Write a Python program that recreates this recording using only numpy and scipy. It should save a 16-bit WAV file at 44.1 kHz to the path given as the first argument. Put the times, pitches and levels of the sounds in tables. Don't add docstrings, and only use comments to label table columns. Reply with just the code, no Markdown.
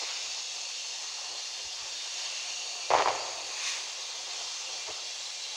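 import sys
import numpy as np
from scipy import signal
from scipy.fft import rfft, irfft
from scipy.io import wavfile
from scipy.ndimage import uniform_filter1d

SR = 44100
rng = np.random.default_rng(int(sys.argv[2]) if len(sys.argv) > 2 else 0)


def generate_wav(sig):
    pcm = np.round(np.clip(np.atleast_2d(sig).T, -1, 1) * 32767).astype(np.int16)
    wavfile.write(sys.argv[1], SR, pcm)


N = 245195
TIME, BINS = np.arange(N) / SR, np.fft.rfftfreq(N, 1 / SR)


def gain_of(db):
    return 10 ** (np.asarray(db) / 20)


def evened(x):
    return x / np.sqrt(np.mean(x ** 2) + 1e-20)


def smooth(x, size, axis=-1):
    return uniform_filter1d(x, size=size, axis=axis)


def read(points, hz):
    f, value = np.transpose(points)
    return np.interp(np.log(hz + 1), np.log(f + 1), value)


def follow(rows, t):
    s, *columns = np.transpose(rows)
    return [np.interp(t, s, c) for c in columns]


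def humps(modes, hz):
    return sum(db / (1 + (2 * (hz - f) / width) ** 2) for f, width, db in modes)


def arch(s, half):
    return np.exp(-((TIME - s) / half) ** 2)


def add(mix, s, sound):
    part = mix[round(s * SR):][:len(sound)]
    part += sound[:len(part)]


def tinted(x, db):
    return irfft(rfft(x) * gain_of(db), N)


def turbulence(colour_db, patchy_db, flicker_db, lift=None):
    noise = tinted(rng.standard_normal(N), colour_db)
    hz, t, z = signal.stft(noise, SR, nperseg=512, noverlap=384)
    patches = smooth(rng.standard_normal(z.shape), 9, axis=0)
    patches = evened(smooth(patches, 30, axis=1))
    flicker = evened(smooth(rng.standard_normal(len(t)), 12))
    field_db = patchy_db * patches + flicker_db * flicker
    if lift:
        field_db = field_db + lift(hz[:, None], t)
    return evened(signal.istft(z * gain_of(field_db), nperseg=512, noverlap=384)[1][:N])


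# f/Hz, level/dB (per Hz)
HISS_COLOUR = [(900, -39), (1500, -23.5), (1750, -13), (2200, -12.5), (2700, -5), (3050, -10), (3500, -5.5),
               (4300, -3.5), (5100, -2), (6600, -.5), (7900, -14.5), (9600, -25), (11200, -31.5),
               (11800, -42.5), (13800, -46), (14600, -41), (15700, -35)]
RUSH_COLOUR = [(250, -36), (400, -16), (750, -8.5), (1100, -5.5), (1470, -7), (2200, -1.5), (2700, -1.5),
               (4000, -18.5), (8000, -43)]
# f/Hz, width/Hz, level/dB against the smooth spectrum
CANISTER_MODES = [(740, 22, 6), (2383, 12.6, 13), (2788, 89, 9), (2954, 28, 11.5), (3125, 34, 12.5),
                  (3348, 48, 9), (3560, 57, 8.5), (3680, 22, 11), (3910, 34, 8.5), (4086, 20, 9.5),
                  (4267, 26, 10.5), (4436, 104, 5), (4420, 44, 1.5), (4604, 32, 8), (4685, 19, 9.5),
                  (4970, 35, 3.5), (5105, 15, 8), (6000, 35, -23), (6300, 130, 2.5), (6800, 150, 0.5),
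                  (10600, 87, 5), (11100, 120, 0.5)]
# t/s, half length/s, lift/dB before the hiss and the rush each scale it
BURN_SURGES = [(0.11, 0.25, 2), (2.278, 0.28, 1.8), (4.42, 0.48, 1.2)]


def jet(spits_per_s=700, hiss_per_surge=0.83, rush_per_surge=3.6):
    surge_db = sum(db * arch(s, half) for s, half, db in BURN_SURGES)
    hiss_db = -38 - 0.21 * TIME + hiss_per_surge * surge_db
    rush_db = -53 + rush_per_surge * surge_db
    crowd = evened(smooth(rng.standard_normal(len(BINS)), 330))
    crowd_db = read([(2000, 1), (2600, .4), (4500, .5), (6500, 1.2), (8000, 1.9)], BINS)
    ring_db = humps(CANISTER_MODES, BINS) + crowd_db * crowd
    colour_db = read(HISS_COLOUR, BINS) + ring_db
    hiss = turbulence(colour_db, patchy_db=0.6, flicker_db=0.25, lift=ground_echo)
    grains = (rng.random(N) < spits_per_s / SR) * rng.standard_normal(N)
    spit = evened(tinted(grains, colour_db))
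    rush = turbulence(read(RUSH_COLOUR, BINS) + ring_db, patchy_db=1.5, flicker_db=0.0)
    return gain_of(hiss_db) * (hiss + gain_of(-11.5) * spit) + gain_of(rush_db) * rush


# f/Hz, level/dB (per Hz)
SWELL_SPECTRUM = [(600, -32.5), (1080, 0.5), (1400, -12.5), (2000, -2), (2600, 3), (3200, -3), (4500, -3),
                  (6400, 1), (7800, -13), (9000, -16.5), (12000, -36), (14000, -42), (15500, -32)]


def swell(peak_s=3.69, peak_db=-32, rise_db_per_s=66, fall_db_per_s=78):
    below_db = np.maximum(rise_db_per_s * (peak_s - TIME), fall_db_per_s * (TIME - peak_s))
    flare = turbulence(read(SWELL_SPECTRUM, BINS), patchy_db=0.5, flicker_db=0.6, lift=ground_echo)
    return gain_of(peak_db - below_db) * flare


# t/s, path/m
LEANING_PATH = [(0.5, 0.19), (2.2, 0.17), (3.2, 0.14), (3.9, 0.18)]


def ground_echo(hz, t, strength=0.12, sound_speed=343, drift_db=2.15):
    path, = follow(LEANING_PATH, t)
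    comb = abs(1 + strength * np.exp(2j * np.pi * hz * path / sound_speed))
    stripes = smooth(rng.standard_normal(comb.shape), 2, axis=0)
    return 20 * np.log10(comb) + drift_db * evened(smooth(stripes, 350, axis=1))


# f/Hz, level/dB (per Hz)
BOOM_COLOUR = [(25, -35.5), (60, -25), (100, -18), (165, -23.5), (215, -28), (290, -15.5), (380, -6),
               (520, -1.5), (800, 2), (1080, -0.5), (1500, -9), (2100, -8.5), (3500, -21.5), (8000, -61),
               (13000, -77)]
CRACK_COLOUR = [(300, -36.5), (1000, -3), (2200, 3.5), (3200, -0.5), (5000, -7.5), (6800, -10), (8000, -33),
                (14000, -63)]


def pulse(colour, size=4096):
    log_gain = np.log(gain_of(read(colour, abs(np.fft.fftfreq(size, 1 / SR)))))
    x = np.fft.ifft(np.exp(np.conj(signal.hilbert(log_gain)))).real[:size // 2]
    return x / abs(x).max()


# t/s, boom peak level/dB, crack level/dB and ring level/dB against the boom, ring f/Hz,
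# echo level/dB against the bang, before the yard's overall trim
FIREWORKS = [(2.9044, -14.5, -3, -5.5, 563, 4), (2.9132, -22, -16, 4, 710, 10),
             (2.9363, -16, -1, 6.5, 770, 0.5), (2.9436, -11.5, -6, -5, 885, -9),
             (2.9504, -15.5, -9, 5, 680, 8), (2.976, -14.5, -4.5, -17, 985, 3),
             (2.986, -17, 2, -20, 1120, 1.5), (2.996, -16.5, -20, -2, 1020, -4),
             (3.002, -16, -15, -3, 1140, 2.5), (3.0227, -13, -1, -14, 900, -7),
             (3.059, -15, -9, -1.5, 970, 1.5), (3.0751, -14, -14, -7, 880, 0.5),
             (3.0846, -18, 1.5, 2, 790, 2.5), (3.105, -26, -8, 4, 950, -1), (3.15, -25.5, -20, 2, 900, -1),
             (4.869, -41.5, 11.5, -6, 1500, 2)]
# f/Hz, width/Hz, level/dB (in the echoes; scaled for the night wash)
YARD_PITCHES = [(377, 27, 2.5), (534, 20, 3), (700, 35, -1), (718, 25, 4.5), (820, 28, -1), (995, 19, -4.5)]


def volley(ring_s=0.00062, low_cut_hz=330):
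    boom, crack = pulse(BOOM_COLOUR), pulse(CRACK_COLOUR)
    t = np.arange(len(boom)) / SR
    ring_shape = (t / (2 * ring_s)) ** 2 * np.exp(2 - t / ring_s)
    no_bass = signal.butter(2, low_cut_hz, "highpass", fs=SR)
    direct, echoes = np.zeros(N), np.zeros(N)
    for s, db, crack_db, ring_db, ring_hz, echo_db in FIREWORKS:
        bang = gain_of(db) * (boom + gain_of(crack_db) * crack)
        ring = gain_of(db + ring_db) * ring_shape * np.cos(2 * np.pi * ring_hz * t)
        add(direct, s, -(bang + signal.lfilter(*no_bass, ring)))
        add(echoes, s, gain_of(echo_db) * yard(bang))
    for hz, width, db in YARD_PITCHES:
        b, a = signal.iirpeak(hz, hz / width, SR)
        echoes = echoes + (gain_of(db) - 1) * signal.lfilter(b, a, echoes)
    return direct + gain_of(-0.86) * echoes


# f/Hz, time to fall 60 dB t60/s
HOUSE_DECAY = [(60, 1.5), (300, 1.3), (900, 1.47), (2000, 1.37), (6000, 0.74)]


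def yard(x, near_db=2.0, near_t60=0.21, far_db=-4.5, gap=0.0026):
    taps = rng.choice([-1., 1.], SR) * (rng.random(SR) < 3000 / SR)
    hz, t, z = signal.stft(taps, SR, nperseg=256)
    fading = z * gain_of(-60 * t / read(HOUSE_DECAY, hz)[:, None])
    far = signal.istft(fading, SR, nperseg=256)[1][:SR]
    t = np.arange(SR) / SR
    near = rng.permutation(taps) * gain_of(-60 * t / near_t60)
    echoes = gain_of(near_db) * evened(near) + gain_of(far_db) * evened(far)
    return signal.fftconvolve(x, echoes * np.minimum(t / gap, 1) / np.sqrt(SR))


# t/s, level/dB, half length/s, dull above f/Hz
THUD_LAYERS = [(0.029, -41, 0.013, 1200), (1.358, -51.5, 0.054, 1100), (1.662, -60, 0.017, 68),
               (1.832, -61, .02, 62), (4.887, -44.5, 0.011, 2500), (4.902, -43, 0.015, 750),
               (4.905, -64, 0.023, 110)]


def thuds():
    out = np.zeros(N)
    for s, db, half, dull_hz in THUD_LAYERS:
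        colour_db = read(BOOM_COLOUR, BINS) - 20 * np.log10(1 + (BINS / dull_hz) ** 3)
        roll = evened(tinted(rng.standard_normal(N), colour_db))
        out += gain_of(db) * roll / (1 + ((TIME - s) / half) ** 4)
    return out


# f/Hz, level/dB (per Hz)
NIGHT_SPECTRUM = [(20, -35), (60, -22.5), (100, -14.5), (150, -21.5), (215, -22.5), (290, -13), (370, -8.5),
                  (520, -1.5), (640, -1.5), (740, 1), (900, 2), (1150, -1), (1480, -10), (3000, -40)]
# t/s, level/dB
NIGHT_LEVEL = [(0.1, -52), (0.8, -54), (2.0, -53), (2.8, -50.5), (4.8, -51), (5.3, -54)]


def night():
    colour_db = read(NIGHT_SPECTRUM, BINS) + 1.37 * humps(YARD_PITCHES, BINS)
    wash = turbulence(colour_db, patchy_db=1.97, flicker_db=0.84)
    return gain_of(follow(NIGHT_LEVEL, TIME)[0]) * wash


def scene():
    return np.tile(jet() + swell() + volley() + thuds() + night(), (2, 1))


def record(dry, edge_hz=15850):
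    coloured = signal.lfilter(*signal.iirnotch(220, 5, SR), dry)
    band_limit = signal.firwin(511, edge_hz, window=("kaiser", 9), fs=SR)
    return signal.oaconvolve(coloured, band_limit[None], "same")


dry = scene()
out = record(dry)
generate_wav(out)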